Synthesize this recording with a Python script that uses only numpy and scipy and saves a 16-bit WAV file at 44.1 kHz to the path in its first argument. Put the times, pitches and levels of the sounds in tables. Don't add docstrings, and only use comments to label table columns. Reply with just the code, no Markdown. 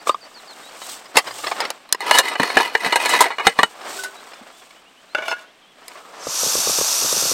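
import sys
import numpy as np
from scipy import signal
from scipy.fft import rfft, irfft
from scipy.io import wavfile
from scipy.ndimage import uniform_filter1d

SR = 44100
rng = np.random.default_rng(int(sys.argv[2]) if len(sys.argv) > 2 else 0)


def natural_amplitude(level_db):
    exponent = np.asarray(level_db, float) / 20
    return 10 ** exponent


def digitize_waveform(pressure):
    field = np.atleast_2d(pressure).T
    bounded = np.clip(field, -1, 1)
    quanta = np.round(bounded * 32767).astype(np.int16)
    wavfile.write(sys.argv[1], SR, quanta)


N = 323253
T = np.arange(N) / SR

# (frequency [Hz], level [dB], 60 dB decay [s])
NEST_MODES = [(456, -1, .09), (750, -12, 0.1), (972, 11, 0.043), (1250, 4, 0.051), (1725, 4, 0.077),
              (1994, 11, 0.036), (2460, 6.5, .035), (2936, 1.5, 0.11), (3800, 2, 0.048), (4250, 3, 0.053),
              (5090, -14, 0.082), (6450, -13, 0.086), (7620, -9.5, 0.068), (8080, -11.5, 0.066),
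              (8530, -7.5, 0.1), (9050, -14, 0.091), (10870, -28.5, 0.068), (12440, -18.5, 0.062)]
# (frequency [Hz], level [dB], 60 dB decay [s])
POT_MODES = [(343, -33, 1), (651, 0, 0.084), (872, 1.5, 0.037), (1080, -5.5, 0.088), (1470, 3, 0.16),
             (1650, -1, 0.07), (2160, -8, 0.14), (2300, -2.5, 0.089), (2700, -3, 0.085), (2890, -3, 0.078),
             (3280, -13, 0.067), (3520, -9, 0.11), (4360, -13, 0.095), (5230, -21, 0.22),
             (5950, -17, 0.077), (6440, -16, 0.066)]


def colour(x, points):
    hz, db = np.transpose(points)
    f = np.maximum(np.arange(len(x) // 2 + 1) * SR / len(x), 1)
    gain = natural_amplitude(np.interp(np.log(f), np.log(hz), db))
    y = irfft(rfft(x) * gain, len(x))
    return y / np.sqrt(np.mean(y ** 2))


def curve(rows):
    s, *columns = np.transpose(rows)
    return [np.interp(T, s, c) for c in columns]


def walk(rate):
    k = int(SR / rate)
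    steps = np.repeat(rng.standard_normal(N // k + 1), k)
    return uniform_filter1d(uniform_filter1d(steps, k), k)[:N]


def grains(rate, spread_db, tail_ms):
    hits = rng.random(N) < rate / SR
    jumps = hits * natural_amplitude(spread_db * np.minimum(rng.exponential(size=N), 4.5))
    power = signal.lfilter([1], [1, -np.exp(-1000 / (tail_ms * SR))], jumps ** 2)
    return rng.standard_normal(N) * np.sqrt(power + 1e-9)


def open_air():
    # (frequency [Hz], level [dB])
    air_tone = [(12, -31.5), (20, -8.5), (86, -25.5), (177, -10), (210, -8), (1440, -17), (1570, -13),
                (2750, -10.5), (3340, -12), (4180, -18), (16000, -40.5)]
    return natural_amplitude(-54.5 + walk(3)) * colour(rng.standard_normal(N), air_tone)


def whistle(rows, rough):
    hz, db = curve(rows)
    edge = np.clip(np.minimum(T - rows[0][0], rows[-1][0] - T) / 0.002, 0, 1)
    phase = 2 * np.pi * np.cumsum(hz * (1 + rough)) / SR
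    return np.sqrt(2) * edge * natural_amplitude(db) * np.sin(phase)


def note(s, length, first_hz, held_hz, last_hz, db):
    u = np.linspace(-1, 1, 13)
    slide = np.abs(u) ** 2.4
    end_hz = np.where(u < 0, first_hz, last_hz)
    hz = held_hz + (end_hz - held_hz) * slide
    return np.transpose([s + length * (u + 1) / 2, hz, db - 5 * slide])


def birds():
    # (time [s], length [s], first pitch [Hz], held pitch [Hz], last pitch [Hz], level [dB])
    bird_notes = [(-.03, .05, 4600, 4500, 5170, -48), (.1, .05, 4670, 4600, 5300, -45),
                  (.21, .056, 5070, 4470, 5300, -45.5), (.34, .064, 5200, 4360, 3460, -44),
                  (.472, .066, 5100, 4260, 3400, -43), (.632, .068, 3600, 3850, 4900, -46),
                  (.81, .05, 3930, 3800, 4140, -45), (4.155, .05, 4050, 3850, 4180, -48),
                  (4.295, .13, 3100, 3550, 3300, -55), (4.52, .135, 3170, 3520, 2950, -56),
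                  (4.742, .06, 2150, 2980, 3180, -55), (4.848, .055, 2150, 2850, 3300, -55),
                  (4.955, .065, 2100, 3000, 3350, -55), (5.09, .055, 3650, 4150, 4400, -54),
                  (5.455, .06, 2900, 3220, 3800, -56), (5.613, 0.052, 4100, 3120, 3050, -57),
                  (5.655, 0.087, 3070, 3400, 2850, -58.5), (5.97, .14, 2920, 3450, 3700, -63)]
    waver = 0.0037 * walk(65)
    return sum(whistle(note(*row), waver) for row in bird_notes)


def strokes(rows, shape):
    body, treble = 0, 0
    for s, swell_s, fade_s, db, treble_db in rows:
        lost_db = 20 * np.where(T < s, (s - T) / swell_s, (T - s) / fade_s) ** shape
        body = body + natural_amplitude(db - lost_db) ** 2
        treble = treble + natural_amplitude(treble_db - 1.86 * lost_db) ** 2
    return body, treble


def scrape(modes):
    contacts = grains(500, 3.2, 2.5)
    y = 0
    for hz, db, t60 in modes:
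        width_hz = 1.5 * np.log(1000) / (np.pi * t60)
        favoured = contacts * natural_amplitude(6 * walk(30))
        mode = signal.lfilter(*signal.iirpeak(hz, hz / width_hz, SR), favoured)
        y = y + natural_amplitude(db) / np.sqrt(width_hz) * mode
    y = signal.sosfilt(signal.butter(2, 300, "high", fs=SR, output="sos"), y)
    return y / np.std(y)


def high_modes(modes):
    return [(hz, .4 * db, .5 * t60) for hz, db, t60 in modes if hz > 3600]


def handling():
    # (time [s], level [dB], treble level [dB])
    shuffle = [(0, -44.5, -53), (.2, -48, -55.5), (.66, -41.5, -47), (1.0, -42, -50), (1.08, -45.5, -52.5),
               (1.75, -50.5, -54), (1.9, -47.5, -64), (3.72, -43.5, -50.5), (4.19, -43.5, -49.5),
               (4.46, -45, -55), (4.6, -48.5, -51), (4.87, -53.5, -63), (5.15, -52, -59),
               (5.48, -55.5, -68), (5.75, -56, -63.5), (5.92, -42.5, -50.5), (6.13, -49, -55),
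               (6.2, -39, -53)]
    # (loudest time [s], swell [s], fade [s], level [dB], treble level [dB])
    sweeps = [(.08, 0.029, 0.056, -25, -30), (.91, 0.22, 0.15, -44.5, -32.5),
              (1.17, 0.049, 0.033, -27, -37), (1.285, .07, 0.03, -33, -42), (1.45, 0.41, 0.32, -39, -35.5),
              (1.63, 0.17, 0.14, -28.5, -46), (3.89, 0.11, 0.15, -29, -40.5),
              (3.98, 0.16, 0.16, -49, -33.5), (5.42, .025, .025, -52, -50)]
    # (loudest time [s], swell [s], fade [s], level [dB], treble level [dB])
    scrapes = [(2.09, 0.084, 0.055, -22, -39.5), (2.165, 0.07, 0.058, -15, -22.5),
               (2.27, 0.073, 0.047, -25, -44), (2.33, .05, 0.037, -25.5, -50),
               (2.42, 0.057, .15, -25.5, -69), (2.6, 0.19, 0.13, -20.5, -59),
               (2.77, 0.081, 0.095, -32.5, -44), (2.85, 0.056, 0.078, -20, -57.5),
               (2.95, 0.057, 0.2, -30.5, -57), (3.11, 0.24, 0.16, -20, -30),
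               (3.22, 0.16, 0.078, -19, -57.5), (3.465, 0.039, 0.076, -20.5, -44),
               (3.63, .12, 0.069, -32, -87), (5.185, 0.04, 0.13, -34, -56), (5.3, 0.07, 0.07, -31, -35),
               (5.37, 0.017, 0.14, -41, -64)]
    # (frequency [Hz], level [dB])
    cloth_tone = [(35, -61), (60, -42), (286, -5.5), (490, -2.5), (721, 1.5), (841, 0.5), (926, -1.5),
                  (1120, 0.5), (6000, -18), (7800, -74.5), (13200, -120)]
    # (frequency [Hz], level [dB])
    swish_tone = [(1760, -16), (3000, 1), (4440, 0.5), (4860, -0.5), (5520, 0), (6260, -1), (8340, 3.5),
                  (10100, -11), (13200, -9), (16000, -13)]
    pot_lifted_s, metal_share = 3.8, 0.72

    db, treble_db = curve(shuffle)
    sweep, sweep_treble = strokes(sweeps, 1.74)
    slide, slide_treble = strokes(scrapes, 2.03)
    nested = T < pot_lifted_s
    cloth = colour(grains(500, 2.8, 7), cloth_tone)
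    walls = np.where(nested, scrape(NEST_MODES), scrape(POT_MODES))
    swish = colour(grains(900, 2.47, 3.8), swish_tone)
    cloth_level = np.sqrt(natural_amplitude(db) ** 2 + sweep + (1 - metal_share) * slide)
    body = cloth_level * cloth + np.sqrt(metal_share * slide) * walls
    clumps = slide_treble * natural_amplitude(2.6 * walk(50))
    shrill = np.where(nested, scrape(high_modes(NEST_MODES)), scrape(high_modes(POT_MODES)))
    swish_level = np.sqrt(natural_amplitude(treble_db) ** 2 + sweep_treble + 0.1 * clumps)
    treble = swish_level * swish + np.sqrt(.7 * clumps) * shrill
    hands_leave = np.clip((6.35 - T) / 0.035, 0, 1)
    return (natural_amplitude(2.0 * walk(34)) * body + treble) * hands_leave


def ring(modes, scatter_db, spread):
    hz, db, t60 = np.repeat(modes, 3, axis=0).T[:, :, None]
    chance = rng.standard_normal((2, len(hz), 1))
    t = T[:int(SR * min(t60.max(), .25))]
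    hz = hz + spread / t60 * chance[0]
    decay = np.exp(-np.log(1000) * t / t60)
    y = np.sum(natural_amplitude(db + scatter_db * chance[1]) * decay * np.sin(2 * np.pi * hz * t), axis=0)
    y = signal.sosfilt(signal.butter(2, 300, "high", fs=SR, output="sos"), y)
    return y / np.sqrt(np.sum(y ** 2))


def knocks(rows, modes, spread, ring_db, soft):
    body_band = signal.butter(2, [450, 3200], "band", fs=SR, output="sos")
    crack_band = signal.butter(2, [3500, 10500], "band", fs=SR, output="sos")
    out, t = np.zeros(N + SR), T[:SR // 4]
    for s, db, treble_db, decay_ms in rows:
        fall = np.log(1000) * 1000 * t / decay_ms
        rise_ms = 0.61 + soft * max(-treble_db, 0)
        uneven = natural_amplitude(2.62 * rng.standard_normal(len(t)))
        rattle = np.minimum(1000 * t / rise_ms, 1) * rng.standard_normal((2, len(t))) * uneven
        body = signal.sosfilt(body_band, 1.975 * rattle[0] * np.exp(-fall))
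        crack = signal.sosfilt(crack_band, 2.4 * rattle[1] * np.exp(-1.4 * fall))
        blow = body + natural_amplitude(treble_db) * crack
        felt = body + natural_amplitude(0.32 * treble_db) * crack
        rung = signal.fftconvolve(felt, ring(modes, 3, spread))[:len(t)]
        ring_gain = natural_amplitude(ring_db - 0.26 * db)
        start = int(s * SR)
        out[start:start + len(t)] += natural_amplitude(db - 11.0) * (blow + ring_gain * rung)
    return out[:N]


def canister_knocks():
    # (time [s], relative level [dB], crack level [dB], 60 dB decay [ms])
    can_knocks = [(0.07, -14.5, -18, 30), (0.093, 3.5, -26, 15.4), (0.144, -11.5, -27, 17.4)]
    # (frequency [Hz], level [dB], 60 dB decay [s])
    can_modes = [(520, 0, 0.024), (705, -4, 0.033), (1100, -3, 0.055), (1198, 5, 0.045), (2450, 0, 0.0095),
                 (3530, -4.5, 0.022)]
    return knocks(can_knocks, can_modes, spread=2.7, ring_db=4, soft=0.033)


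def gear_knocks():
    # (time [s], relative level [dB], crack level [dB], 60 dB decay [ms])
    dry_knocks = [(0.815, -23, -8, 40), (1.055, -30, -13, 48), (1.156, -15, -3.5, 95),
                  (1.168, 9.5, -5.5, 57), (1.183, -5.5, -1.5, 72), (1.266, -15.5, -24, 81),
                  (1.307, -12.5, -14, 30), (1.385, -15, -16, 26), (1.435, -7.5, -36, 65),
                  (1.463, -4.5, -28, 76), (1.512, -3.5, -23, 53), (1.602, -4.5, -6.5, 48),
                  (1.612, -13, -33, 90), (1.649, -5, -13.5, 36), (1.703, -11, 4, 23), (1.89, -38, 7, 20),
                  (1.925, -5.5, 15.5, 19.6), (1.946, -4.5, -7.5, 17.6), (3.813, -28, -3, 21),
                  (4.035, -28, 12.5, 113), (4.057, -10, -27, 17), (4.27, -34, -13, 40),
                  (4.318, -21, -18, 18), (4.333, -18, -12, 21), (4.705, -29, -12.5, 20),
                  (5.826, -28, -23, 27), (5.881, -30.5, 13, 22), (5.914, -33, -10, 34)]
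    # (frequency [Hz], level [dB], 60 dB decay [s])
    gear_modes = [(444, -17, 0.045), (788, -11.5, .03), (1061, 2, 0.0336), (2016, 1, .03),
                  (2960, -0.5, 0.028), (4364, 1, 0.027), (5200, -3, 0.041), (6860, -12.5, 0.032)]
    return knocks(dry_knocks, gear_modes, spread=6.27, ring_db=-3.5, soft=0.28)


def dull_pops(rows, pitch_hz, rumble_db, follows, rumble):
    out, t = np.zeros(N + SR), T[:SR // 10]
    for s, db in rows:
        hz = pitch_hz * (1 + 0.044 * rng.standard_normal())
        pop = np.minimum(t * hz / 1.76, 1) * np.exp(-t * hz / 0.69) * np.sin(2 * np.pi * hz * t)
        overtone = np.minimum(t * hz / 1.8, 1) * np.exp(-t * hz / 1.0) * np.sin(2 * np.pi * 2.3 * hz * t)
        pop += 0.25 * overtone
        gust = colour(rng.standard_normal(len(t)), rumble) * t / 0.0061 * np.exp(1 - t / 0.0075)
        start = int(s * SR)
        out[start:start + len(t)] += natural_amplitude(db + 3.5) * pop + natural_amplitude(rumble_db + follows * db) * gust
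    return out[:N]


def ground_bumps():
    # (time [s], relative level [dB])
    bumps = [(1.156, -16.5), (1.925, -34), (2.181, -22), (2.399, -1), (2.43, -12.5), (2.564, -5.5),
             (2.863, -10), (3.466, -5.5), (3.588, -8), (3.631, -12), (3.938, -36), (4.412, -25)]
    rumble = [(30, -57), (90, -21.5), (200, 15), (500, -6), (2000, -38.0)]
    return dull_pops(bumps, pitch_hz=269, rumble_db=-24.5, follows=0.99, rumble=rumble)


def low_hum():
    # (time [s], pitch [Hz], level [dB])
    hum_contour = [(1.24, 130, -71), (1.33, 115, -59), (1.4, 122.6, -68), (1.46, 138, -57),
                   (1.52, 135, -74)]
    return whistle(hum_contour, 0.028 * walk(65))


def nest_knocks():
    # (time [s], relative level [dB], crack level [dB], 60 dB decay [ms])
    pot_knocks = [(2.005, -17, -2, 33), (2.024, -16, -45.5, 41), (2.11, 10, -10.5, 31.4),
                  (2.185, 2.5, 0.5, 76), (2.284, -24, 5, 65), (2.313, -24, -22, 140),
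                  (2.353, -7.5, -48, 34), (2.397, -2.5, -12, 52), (2.431, 1, -9, 26.5), (2.5, -8, -35, 27),
                  (2.569, 9, -19, 33), (2.599, -8, -29, 64), (2.75, 6, -35, 26), (2.846, -6.5, -18, 39),
                  (2.861, -12, -10, 77), (2.923, -1.5, -13.5, 66), (2.957, -2, -2.5, 61),
                  (3.057, -7.5, -0.5, 48), (3.092, -15.5, 4.5, 160), (3.134, -5.5, -11, 110),
                  (3.206, -3, 2.5, 116), (3.254, -8.5, -38, 95), (3.303, -18, -32, 148),
                  (3.383, 0, -45, 17), (3.394, -13.5, -48, 124), (3.468, 14.5, -13.5, 32.6),
                  (3.588, 0, -20, 68), (3.631, 10, -14, 24.7)]
    return knocks(pot_knocks, NEST_MODES, spread=4.58, ring_db=-1, soft=0.05)


def held_pot():
    # (time [s], low mode level [dB], high mode level [dB])
    touches = [(3.955, -36.5, -70), (3.988, -46, -22), (4.045, -38, -20.5)]
    # (frequency [Hz], 60 dB decay [s])
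    rim_modes = [(393, 0.42), (1494, 0.15)]
    out = 0
    for s, *levels in touches:
        t = np.maximum(T - s, 0)
        for db, (hz, t60) in zip(levels, rim_modes):
            swell = np.minimum(t / 0.0055, 1) * np.exp(-np.log(1000) * t / t60)
            out = out + natural_amplitude(db) * swell * np.sin(2 * np.pi * hz * t)
    return out


def pot_taps():
    # (time [s], relative level [dB], crack level [dB], 60 dB decay [ms])
    arm_taps = [(5.148, -2.5, -37, 28.4), (5.182, -16.5, -29, 53), (5.221, -24, -35, 107),
                (5.281, -3.5, -11, 17), (5.314, -10, -24, 28), (5.323, -12.5, -40, 38),
                (5.388, -40, -26, 24), (5.443, -44, -28, 28)]
    return knocks(arm_taps, POT_MODES, spread=2.65, ring_db=1.5, soft=0.024)


def low_hiss():
    tone = [(150, -30), (400, -4), (1350, 0), (1600, -25), (4000, -50)]
    started = np.clip((T - 5.97) / .03, 0, 1)
    return natural_amplitude(-47.5) * started * colour(rng.standard_normal(N), tone)


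def squeal():
    # (time [s], pitch [Hz], level [dB])
    squeal_contour = [(6.2, 6600, -48), (6.22, 5900, -43), (6.24, 4900, -44), (6.255, 4600, -50)]
    return whistle(squeal_contour, 0.0087 * walk(600))


def gas():
    # (frequency [Hz], level [dB])
    jet_tone = [(150, -26), (250, -19.5), (651, -6.5), (1310, -6.5), (2130, -19.5), (2710, -16.5),
                (3170, -14.5), (3520, -12.5), (4820, -9.5), (5830, -2.5), (7060, -9.5), (9830, -8),
                (10500, -27), (12300, -10), (16000, -26.5)]
    # (frequency [Hz], width before widening [Hz], level [dB])
    jet_peaks = [(2650, 430, 2.5), (4520, 230, 3.5), (5130, 130, 2.5), (5880, 510, -0.5), (6580, 92, 5.5),
                 (7270, 59, 7), (7600, 83, 5), (8030, 120, -7), (8740, 64, 3), (10000, 400, -9),
                 (3640, 500, -1), (10970, 400, 8)]
    valve_s, opens_s = 6.211, 0.057

    jet = colour(grains(4000, 0.54, 1.0), jet_tone)
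    tube = 0
    for hz, width_hz, db in jet_peaks:
        peak = signal.iirpeak(hz, hz / (1.23 * width_hz), SR)
        tube = tube + natural_amplitude(db) * signal.lfilter(*peak, jet)
    hiss = 0.55 * jet + 0.79 * tube
    short_db = -45.5 / (1 + np.exp((T - valve_s) / opens_s))
    dull = signal.sosfiltfilt(signal.butter(2, 9500, fs=SR, output="sos"), hiss)
    opened = np.clip((T - valve_s) / opens_s + 2, 0, 1)
    return opened * natural_amplitude(-20 + short_db) * (dull + natural_amplitude(.5 * short_db) * (hiss - dull))


def gas_thuds():
    # (time [s], relative level [dB])
    thud_times = [(6.269, -2), (6.433, -3), (6.463, -10), (6.553, -1), (6.579, -14), (6.672, -2),
                  (6.695, -2), (6.786, -2), (6.812, 0), (7.022, -12), (7.045, -9.5), (7.127, -1.5),
                  (7.165, -8), (7.224, -5.5), (7.254, -7), (7.315, -3)]
    rumble = [(20, -25), (150, -2.5), (400, -5.0), (1200, -17), (3000, -50)]
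    return dull_pops(thud_times, pitch_hz=500, rumble_db=-39, follows=-0.28, rumble=rumble)


def scene():
    background = open_air() + birds() + low_hum()
    gear = handling() + canister_knocks() + gear_knocks() + ground_bumps()
    pots = nest_knocks() + held_pot() + pot_taps()
    stove = low_hiss() + squeal() + gas() + gas_thuds()
    return (background + gear + pots + stove)[None]


def band_limit(x):
    return signal.sosfilt(signal.butter(12, 16460, fs=SR, output="sos"), x)


def record(dry):
    overloaded = np.clip(dry, -1.1, 1.1)
    top_cut = signal.ellip(8, .2, 60, 15900, fs=SR, output="sos")
    mix = np.clip(signal.sosfilt(top_cut, overloaded), -1, 1)
    return band_limit(mix)


dry = scene()
out = record(dry)
digitize_waveform(out)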